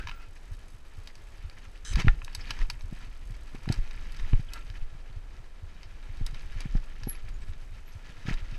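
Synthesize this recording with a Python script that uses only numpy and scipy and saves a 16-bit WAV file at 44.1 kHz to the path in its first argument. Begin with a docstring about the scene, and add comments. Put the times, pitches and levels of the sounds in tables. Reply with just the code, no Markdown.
"""Mountain bike on a forest boardwalk

Heard from the rider's chest, a bike coasts over planks in a soft rush of air. The tyres crunch on grit
and thump on the boards; drops jolt the frame and make chain and cables clack. The freehub ticks and rasps
once, a brake disc scrapes and squeaks, and a soft double pulse, likely the rider's heart, beats below."""
import sys
import numpy as np
from scipy import signal
from scipy.fft import rfft, irfft, next_fast_len
from scipy.io import wavfile
from scipy.ndimage import uniform_filter1d

SR = 44100
rng = np.random.default_rng(int(sys.argv[2]) if len(sys.argv) > 2 else 0)


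def put_to_file(sound):
    """Save the sound as 16-bit audio at rate SR, in the file named by the first command-line argument."""
    columns = np.atleast_2d(sound).T  # one column per channel
    safe = np.clip(columns, -1, 1)
    whole_steps = np.round(safe * 32767)
    wavfile.write(sys.argv[1], SR, whole_steps.astype(np.int16))


N = 378378
TIME = np.arange(N) / SR


def gain_of(db):
    """Decibels to amplitude."""
    return 10 ** (np.asarray(db) / 20)


def unit_rms(x):
    """Scales to an rms of one."""
    return x / np.sqrt(np.mean(x ** 2) + 1e-20)


def unit_peak(x):
    """Scales the loudest 3 ms to an rms of one."""
    return x / np.sqrt(uniform_filter1d(x ** 2, 130).max() + 1e-20)


def level(rows):
    """Gain along a curve of (s, dB)."""
    return gain_of(np.interp(TIME, *np.transpose(rows)))


def add(mix, start_s, sound):
    """Lays a sound into the mix."""
    part = mix[max(round(start_s * SR), 0):][:len(sound)]
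    part += sound[:len(part)]


def coloured(x, points):
    """Shapes the spectrum by (Hz, dB) points, at unit rms."""
    point_hz, point_db = np.transpose(points)
    size = next_fast_len(len(x))
    hz = np.fft.rfftfreq(size, 1 / SR)
    curve_db = np.interp(np.log(hz + 1), np.log(point_hz + 1), point_db)
    return unit_rms(irfft(rfft(x, size) * gain_of(curve_db), size)[:len(x)])


def band(x, lo_hz, hi_hz, order=2):
    """Causal band-pass."""
    return signal.sosfilt(signal.butter(order, [lo_hz, hi_hz], "bandpass", fs=SR, output="sos"), x)


def drift(per_s):
    """Smooth noise at unit rms, changing about per_s times a second."""
    size = next_fast_len(N)
    hz = np.fft.rfftfreq(size, 1 / SR)
    spectrum = rfft(rng.standard_normal(size)) * np.exp(-(hz / per_s) ** 2)
    return unit_rms(irfft(spectrum, size)[:N])


def swell(peak_s, length_s, rise_share):
    """Gain that peaks at one and stays within 20 dB of that for length_s."""
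    out, on = np.zeros(N), abs(TIME - peak_s) < 3 * length_s
    t = TIME[on] - peak_s
    out[on] = gain_of(-20 * np.maximum(-t / rise_share, t / (1 - rise_share)) / length_s)
    return out


def push(hz, rise_cycles, sharpness):
    """A heavily damped swing that builds and dies within a few cycles."""
    cycles = hz * np.arange(SR // 4) / SR
    rise = cycles / rise_cycles
    return (rise * np.exp(1 - rise)) ** sharpness * np.sin(2 * np.pi * cycles)


def struck(modes, t, detune=1):
    """Modes of (Hz, dB, t60 s) that start together and die away."""
    return sum(gain_of(db - 60 * t / t60) * np.sin(2 * np.pi * hz * detune * t) for hz, db, t60 in modes)


def resonator(x, hz, width_hz):
    """One driven mode."""
    return signal.lfilter(*signal.iirpeak(hz, hz / width_hz, SR), x)


def resonances(x, modes):
    """Drives modes of (Hz, width Hz, dB), at unit rms."""
    return unit_rms(sum(gain_of(db) * unit_rms(resonator(x, hz, width)) for hz, width, db in modes))


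# Shaking of bike and rider, with wind. Each row: time in seconds, relative level in dB.
SHAKE_LEVEL = [(0.0, -35.5), (0.36, -44), (1.74, -44), (2.1, -37), (3.18, -39), (3.61, -38.5), (3.8, -32),
               (4.44, -37.5), (5.23, -40.5), (5.83, -44), (6.24, -33.5), (7.07, -36.5), (7.31, -33.5),
               (7.74, -39.5), (8.05, -44), (8.58, -33)]
# Its spectrum. Each row: frequency in Hz, relative density in dB.
SHAKE_SPECTRUM = [(6, -24.5), (12, 4), (25, 0), (34, -3.5), (46, -12), (60, -13.5), (90, -24), (140, -29),
                  (200, -37.5), (330, -42.5), (500, -44.5), (1100, -100)]

def shake(split_hz=48, calm_db=-42, rumble_exponent=0.6):
    """Low sway, evened out by the suspension, swells at each drop; the rumble above it grows less."""
    noise = coloured(rng.standard_normal(N), SHAKE_SPECTRUM)
    noise /= np.sqrt(uniform_filter1d(noise ** 2, 3000) + 0.02)
    sway = signal.sosfiltfilt(signal.butter(4, split_hz, fs=SR, output="sos"), noise)
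    rumble = gain_of(-1) * (noise - sway)
    drops = sum(gain_of(db - 18) * swell(s, length_s=0.33, rise_share=0.33) for s, db, _ in JOLTS)
    unrest = np.hypot(gain_of(1) * level(SHAKE_LEVEL), drops) / gain_of(calm_db)
    return gain_of(calm_db) * (sway * unrest + rumble * unrest ** rumble_exponent)


# Tyres rolling on wood. Each row: time in seconds, level in dB.
ROLLING_LEVEL = [(0.0, -55.5), (0.26, -62), (0.91, -63), (1.89, -61.5), (2.08, -50), (2.2, -61.5),
                 (2.56, -49.5), (2.77, -60), (3.46, -60.5), (3.78, -56.5), (4.44, -55.5), (4.99, -62.5),
                 (5.59, -62.5), (6.71, -55.5), (6.86, -58.5), (7.86, -62.5), (8.46, -54.5), (8.58, -53)]
# A tyre pressed or steered hard. Each row: peak time in seconds, length in seconds, level in dB.
SCUFFS = [(1.637, 0.15, -51.5), (1.928, 0.036, -48), (2, 0.1, -36), (2.498, .1, -47.5), (2.619, .09, -47),
          (3.03, 0.31, -51.5), (3.732, 0.19, -45.5), (4.2, 0.053, -47.5), (4.282, 0.085, -45),
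          (4.765, 0.085, -52), (6.354, .12, -63), (6.497, 0.07, -59), (6.62, .16, -50), (7.131, 0.2, -50.5),
          (7.29, 0.16, -55.5), (8.065, 0.32, -56), (8.306, 0.19, -42), (8.43, 0.24, -56)]

def tyre_load():
    """How hard the tyres work: rolling plus scuffs."""
    scuffing = sum(gain_of(db) * swell(s, length_s, rise_share=0.55) for s, length_s, db in SCUFFS)
    return np.hypot(level(ROLLING_LEVEL), scuffing)


def grit(grains_per_s=600, spread_db=3.5):
    """Crushed grains snap for a few cycles, each size at its own pitch."""
    out, t = np.zeros(N), np.arange(SR // 100) / SR
    pitches_hz = np.geomspace(900, 7000, num=14)
    for hz in pitches_hz:
        at = np.flatnonzero(rng.random(N) < grains_per_s / len(pitches_hz) / SR)
        impulses = np.zeros(N)
        impulses[at] = gain_of(spread_db * np.minimum(rng.exponential(1, N)[at], 4))
        snap = np.sin(2 * np.pi * hz * t) * np.exp(-hz * t / 2) * hz
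        out += signal.oaconvolve(impulses, snap)[:N]
    return unit_rms(out)


# Crunch on gritty wood. Each row: frequency in Hz, relative density in dB.
TYRE_SPECTRUM = [(180, -30), (300, -11), (610, -10.5), (968, -7.5), (1120, -10), (1350, -4.5), (1540, -9),
                 (1670, -3), (2480, -5), (2740, -8), (3070, -10.5), (6250, -16.5), (7020, -22.5),
                 (10400, -31), (15500, -40)]

def tyres(frame_db=-7, grit_db=-5, drum_db=-8, knee_db=-65.5, flutter_db=2.5):
    """Knobs scrub the wood and crush grit; the frame rings along and the tread drums on the boards."""
    scrub = rng.standard_normal(N) + gain_of(frame_db) * resonances(rng.standard_normal(N), FRAME_MODES[1:])
    crunch = coloured(unit_rms(scrub) + gain_of(grit_db) * grit(), TYRE_SPECTRUM)
    drum = gain_of(drum_db) * unit_rms(band(rng.standard_normal(N), 105, 297))
    load = tyre_load()
    load = load ** 2 / np.hypot(load, gain_of(knee_db))  # light rolling sinks under the air
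    return gain_of(flutter_db * drift(24)) * load * (crunch + drum)


# Passing air. Each row: frequency in Hz, relative density in dB.
AIR_SPECTRUM = [(120, -35), (200, -6.5), (333, -6), (665, -9), (1150, -11.5), (1330, -11), (1950, -15),
                (8200, -28), (13400, -37.5), (15500, -50)]

def air(db=-61.5, waver_db=0.97):
    """Soft rush of air past the rider."""
    return gain_of(db + waver_db * drift(12.4)) * coloured(rng.standard_normal(N), AIR_SPECTRUM)


# Frame and bars. Each row: frequency in Hz, width in Hz, gain in dB.
FRAME_MODES = [(1000, 220, 1), (1364, 71, -1), (1705, 113, 2), (2580, 540, 5.5), (3024, 150, 6),
               (3750, 150, 3), (4514, 150, 0), (4860, 270, -6.5), (6325, 120, -1), (7750, 210, -2),
               (10250, 260, -9.5), (11060, 300, -15)]

def frame(x, direct):
    """The bike resonates; a share of the sound passes straight through."""
    return direct * x + sum(gain_of(db) * resonator(x, hz, width) for hz, width, db in FRAME_MODES)


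# Ticking that gets past the rider's body. Each row: time in seconds, relative level in dB.
TICK_LEVEL = [(0, -68), (.7, -64.5), (1.6, -69), (3, -64), (4.6, -65.5), (5.1, -85), (5.7, -76),
              (6.4, -67.5), (7.3, -70), (8.58, -68.5)]

def freehub_ticks(db=-5, teeth_per_s=50, unevenness=0.18, snap_s=0.0079, spread_db=2.5):
    """Pawls snap faintly over the ratchet at a wandering rate."""
    teeth = np.floor(np.cumsum(teeth_per_s * np.exp(unevenness * drift(12))) / SR)
    clicks = np.diff(teeth, prepend=0) * gain_of(spread_db * rng.standard_normal(N))
    decays = signal.lfilter([1], [1, -np.exp(-1 / (snap_s * SR))], clicks)
    snaps = frame(decays * rng.standard_normal(N), direct=0.23)
    return gain_of(db) * level(TICK_LEVEL) * unit_rms(band(snaps, 4900, 12100))


# Pads touching the disc. Each row: peak time in seconds, length in seconds, level in dB.
PAD_TOUCHES = [(0, 0.034, -41), (.09, 0.17, -52), (0.222, 0.17, -55.5), (4.52, 0.089, -54.5),
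               (4.562, 0.085, -48)]
# The disc's low modes. Each row: frequency in Hz, width in Hz, relative level in dB.
DISC_MODES = [(1354, 26, 1.5), (1594, 38, -0.5), (2010, 56, -3), (2520, 35, 0)]

def brake_drag(scrape_db=-7, judder_db=2):
    """The pads scrape and judder on the disc and keep it ringing."""
    pressure = sum(gain_of(db) * swell(s, length_s, rise_share=0.53) for s, length_s, db in PAD_TOUCHES)
    rub = rng.standard_normal(N)
    scrape = gain_of(scrape_db) * unit_rms(band(rub, 380, 1800))
    return gain_of(judder_db * drift(90)) * (resonances(rub, DISC_MODES) + scrape) * pressure


# The disc sings. Each row: peak time in seconds, length in seconds, pitch in Hz, glide in Hz per second,
# waver in Hz, level in dB.
SQUEAKS = [(.003, 0.078, 1570, 0, 100, -48), (0.083, .05, 14800, 0, 100, -68),
           (.105, 0.2, 1350, -2, 50, -53.5), (.16, .06, 15260, 0, 30, -66),
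           (2.411, .03, 4800, 15000, 300, -46), (2.471, .04, 4500, -15000, 300, -52),
           (4.488, .02, 3200, -5000, 200, -49.5), (4.565, .1, 1360, -2, 60, -51),
           (7.093, 0.053, 11270, -2200, 45, -34), (7.342, .05, 6850, 0, 100, -65),
           (7.42, .04, 8000, 0, 100, -68), (7.878, 0.077, 11800, -13000, 50, -64)]

def brake_squeaks(grab_db=2):
    """Disc modes waver in pitch and level as the pad sticks and slips."""
    out, slip = np.zeros(N), drift(520)
    grab = gain_of(grab_db * drift(150))
    for s, length_s, hz, glide_hz_per_s, waver_hz, db in SQUEAKS:
        on = abs(TIME - s) < 3 * length_s
        pitch_hz = hz + glide_hz_per_s * np.clip(TIME[on] - s, -length_s, length_s) + waver_hz * slip[on]
        tone = np.sqrt(2) * np.sin(2 * np.pi * np.cumsum(pitch_hz) / SR)
        out[on] += gain_of(db) * swell(s, length_s, rise_share=0.22)[on] * tone
    return grab * out


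# The two thuds of a beat. Each row: delay in seconds, level in dB, pitch in Hz.
BEAT_THUDS = [(0, -34.5, 84), (0.229, -44.5, 95)]

def heartbeat(first_s=0.046, period_s=0.465, heave_db=-37, heave_hz=27, lead_s=0.021, spread_db=1.1):
    """A steady, soft double thud in the chest; a low heave leads each pair."""
    out, starts = np.zeros(N), np.arange(first_s, N / SR, period_s)
    heave = push(heave_hz, rise_cycles=0.67, sharpness=1)
    for s, (force, tone) in zip(starts, rng.standard_normal((len(starts), 2))):
        add(out, s - lead_s, gain_of(heave_db + spread_db * force) * heave)
        for delay_s, db, hz in BEAT_THUDS:
            thud = push(hz * np.exp(0.07 * tone), rise_cycles=0.67, sharpness=1)
            add(out, s + delay_s, gain_of(db + spread_db * force) * thud)
    return out


def loose_parts(count=48, max_load_db=-53, spread_db=3.5, hardness_db=5):
    """Faint random clacks that grow with tyre load, as rows like those of CLACKS."""
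    load_db = np.minimum(20 * np.log10(tyre_load()), max_load_db)
    at = ((np.arange(count) + rng.random(count)) * N / count).astype(int)
    return [(i / SR, load_db[i] - 1.5 + spread_db * force, hardness_db + 3 * tone)
            for i, (force, tone) in zip(at, rng.standard_normal((count, 2)))]


# Chain, cables and frame. Each row: start in seconds, level in dB, hardness (ring over body) in dB.
CLACKS = [(0.0714, -35, -9), (0.085, -39, -10), (0.0934, -36.5, -8), (0.1128, -40, -26), (1.0735, -44, 2.5),
          (1.154, -48.5, 7), (1.498, -47, 1.5), (1.9357, -43, 9), (1.956, -34.5, 0.5), (2.0178, -37, -4),
          (2.2182, -39, -24), (2.2462, -42.5, 15), (2.2793, -40, -19), (2.3486, -32.5, 10),
          (2.5059, -31.5, 0), (2.59, -44, -0.5), (2.6994, -31.5, 3.5), (2.809, -49, 0), (3.6572, -44, -19),
          (3.689, -35.5, -3), (3.7238, -33.5, 11), (3.7404, -42, 3), (3.91, -45.5, -2), (4.1213, -49, 13),
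          (4.1699, -47, 5), (4.1966, -47, -2), (4.3319, -39, -22), (4.5348, -36.5, 11.5), (4.7004, -46, -1),
          (5.831, -47.5, 0.5), (6.264, -37.5, 11.5), (6.3448, -47, 1.5), (6.6054, -40.5, 11),
          (7.034, -44, -0.5), (7.097, -46, 5), (7.153, -51, -3), (7.2874, -52.5, 9), (8.3401, -42.5, 7)]

def clacks(attack_s=0.00018, contact_s=0.0025, tail_db=-22, tail_s=0.017, tick_db=-14):
    """Contacts ring the frame; strong ones chatter longer, hard ones tick, loose parts buzz on briefly."""
    out, t = np.zeros(N), np.arange(SR // 10) / SR
    attack = 1 - np.exp(-t / attack_s)
    tail = gain_of(tail_db) * np.exp(-t / tail_s)
    for s, db, hardness_db in CLACKS + loose_parts():
        chatter_s = contact_s * np.exp(0.0968 * (db + 35.5))
        contact = attack * (np.exp(-t / chatter_s) + tail)
        blow = frame(rng.standard_normal(len(t)) * contact, direct=0.2)
        body_db, ring_db = -max(hardness_db, 0), min(hardness_db, 0)
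        body = gain_of(body_db) * unit_peak(band(blow, 770, 2270))
        ring = gain_of(ring_db) * unit_peak(band(blow, 3950, 5960, order=3))
        tick = gain_of(tick_db + 0.76 * hardness_db + ring_db / 2) * unit_peak(band(blow, 6440, 12000))
        add(out, s, gain_of(db) * (body + ring + tick))
    return out


def small_bumps(count=60, over_shake_db=-6, spread_db=3, hz=105):
    """Uneven boards nudge the tyres at random, harder where the bike shakes more."""
    out, shaking = np.zeros(N), level(SHAKE_LEVEL)
    for i, (force, tone) in zip(rng.integers(0, N, count), rng.standard_normal((count, 2)).clip(-2, 2)):
        nudge = push(hz * np.exp(0.3 * tone), rise_cycles=0.7, sharpness=1.17)
        add(out, i / SR, shaking[i] * gain_of(over_shake_db + spread_db * force) * nudge)
    return out


# A quick kick of the pedals: start in seconds, length in seconds, level in dB.
PEDAL_KICK = (1.849, 0.09, -42.5)
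# The hub shell. Each row: frequency in Hz, width in Hz, relative level in dB.
HUB_MODES = [(1690, 370, 7), (3100, 260, 6), (3860, 210, 6), (5090, 310, 2), (6130, 230, 9), (6200, 60, -5),
             (7400, 80, -11), (7600, 330, 2), (9450, 350, -25)]

def freehub_rasp(teeth_per_s=560, stutter_per_s=100, slack_db=-9, fade_db_per_s=-35, direct_db=-6):
    """Pawls race over the teeth in quick stutters and ring the hub shell."""
    s, length_s, db = PEDAL_KICK
    grip, t = np.zeros(N), np.arange(0, length_s, 1 / SR)
    slack = stutter_per_s * t % 1 > 3 / 4
    add(grip, s, gain_of(db + fade_db_per_s * t + slack_db * slack))
    tooth_decays = np.exp(-2 * (teeth_per_s * TIME % 1))
    chatter = unit_rms(grip * rng.standard_normal(N) * tooth_decays)
    shell = resonances(chatter, HUB_MODES) + gain_of(direct_db) * chatter
    return unit_rms(band(shell, 1100, 9800, order=5)) * np.sqrt(np.mean(grip ** 2))


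# The suspension bottoms after a drop. Each row: start in seconds, level in dB, sway in Hz.
JOLTS = [(1.937, -11.5, 34.5), (2.063, -7.5, 25.3), (2.594, -13.5, 19.2), (3.764, -17.5, 21.3),
         (4.195, -19.5, 21), (4.313, -10.5, 20.3), (4.779, -23, 15.7), (6.193, -18.5, 19.5),
         (6.731, -14.5, 22.7), (8.305, -19, 20.5)]

def jolts():
    """Each drop sets off one heavily damped heave of bike and rider."""
    out = np.zeros(N)
    for s, db, hz in JOLTS:
        add(out, s, gain_of(db) * push(hz, rise_cycles=0.645, sharpness=5.5))
    return out


# A tyre meets a plank. Each row: start in seconds, relative boom level in dB, boom pitch in Hz,
# relative knock level in dB.
THUMPS = [(1.971, -23, 141, -36), (1.985, -23, 134, -46), (2.0469, -16, 123, -38),
          (2.071, -10.5, 98, -24.5), (2.925, -31, 143, -36.5), (3.547, -39, 110, -34.5),
          (3.6765, -27, 127, -31), (3.7, -15.5, 116, -22.5), (3.7865, -27, 89, -42),
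          (4.3325, -13, 103, -28.5), (4.3952, -25, 116, -44), (6.211, -24.5, 99, -38.5),
          (6.6562, -25, 136, -39), (6.751, -22, 137, -31.5), (7.071, -29, 122, -27.5),
          (8.2542, -32, 122, -41), (8.284, -22.5, 127, -29.5), (8.3088, -27.5, 146, -32),
          (8.525, -32, 108, -54)]
# A plank's modes. Each row: frequency in Hz, relative level in dB, t60 in seconds.
PLANK_MODES = [(221.5, 4, 0.024), (317, -5.5, 0.027), (520, -9, 0.016), (743, -13.5, 0.042)]

def thumps(contact_s=0.0013, lead_s=0.0016, pitch_spread=0.063):
    """A short low boom of the air-filled tyre and a dull plank knock sound together."""
    out, t = np.zeros(N), np.arange(SR // 8) / SR
    attack = 1 - np.exp(-(t / contact_s) ** 2)
    detunes = np.exp(pitch_spread * rng.standard_normal(len(THUMPS)))
    for (s, boom_db, hz, knock_db), detune in zip(THUMPS, detunes):
        add(out, s - lead_s, gain_of(boom_db - 1) * push(hz, rise_cycles=0.49, sharpness=1.24))
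        add(out, s, gain_of(knock_db + 3) * attack * struck(PLANK_MODES, t, detune))
    return out


# The rear wheel lands: start in seconds, gain in dB.
LANDING = (2.0826, -12.5)
# Modes of the crack. Each row: frequency in Hz, relative level in dB, t60 in seconds.
LANDING_MODES = [(805, -22.5, 0.073), (1440, -7.5, .028), (1790, -31, .17), (1855, 12, 0.0043),
                 (2400, -9, 0.013), (3520, -12.5, 0.013)]

def landing(attack_s=0.00044):
    """The bike hits its stop with one short, hard crack."""
    s, db = LANDING
    out, t = np.zeros(N), np.arange(SR // 10) / SR
    add(out, s, gain_of(db) * (1 - np.exp(-t / attack_s)) * struck(LANDING_MODES, t))
    return out


def forest_echo(x, wet_db=-19, t60_s=0.09, tap_share=0.05, delay_s=0.006):
    """Trunks and boards add a thin, scattered echo."""
    t = np.arange(SR // 2) / SR
    taps = rng.standard_normal(len(t)) * (rng.random(len(t)) < tap_share)
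    taps *= gain_of(-60 * t / t60_s) * (t > delay_s)
    return x + gain_of(wet_db) * signal.fftconvolve(x, taps / np.linalg.norm(taps))[:N]


def scene():
    """Low shaking and thumps under the bright noises of the bike, in mono."""
    metal = clacks() + landing() + freehub_ticks() + freehub_rasp() + brake_drag() + brake_squeaks()
    lows = shake() + jolts() + heartbeat() + thumps()
    return (lows + tyres() + air() + forest_echo(metal) + small_bumps())[None]


def record(dry, low_hz=6, top_hz=15400):
    """The microphone blocks the slowest sway; the camera cuts the top treble."""
    dry = signal.sosfilt(signal.butter(1, low_hz, "highpass", fs=SR, output="sos"), dry)
    lowpass = signal.firwin(255, top_hz, window=("kaiser", 9), fs=SR)
    return signal.oaconvolve(dry, lowpass[None], "same")


dry = scene()
out = record(dry)
put_to_file(out)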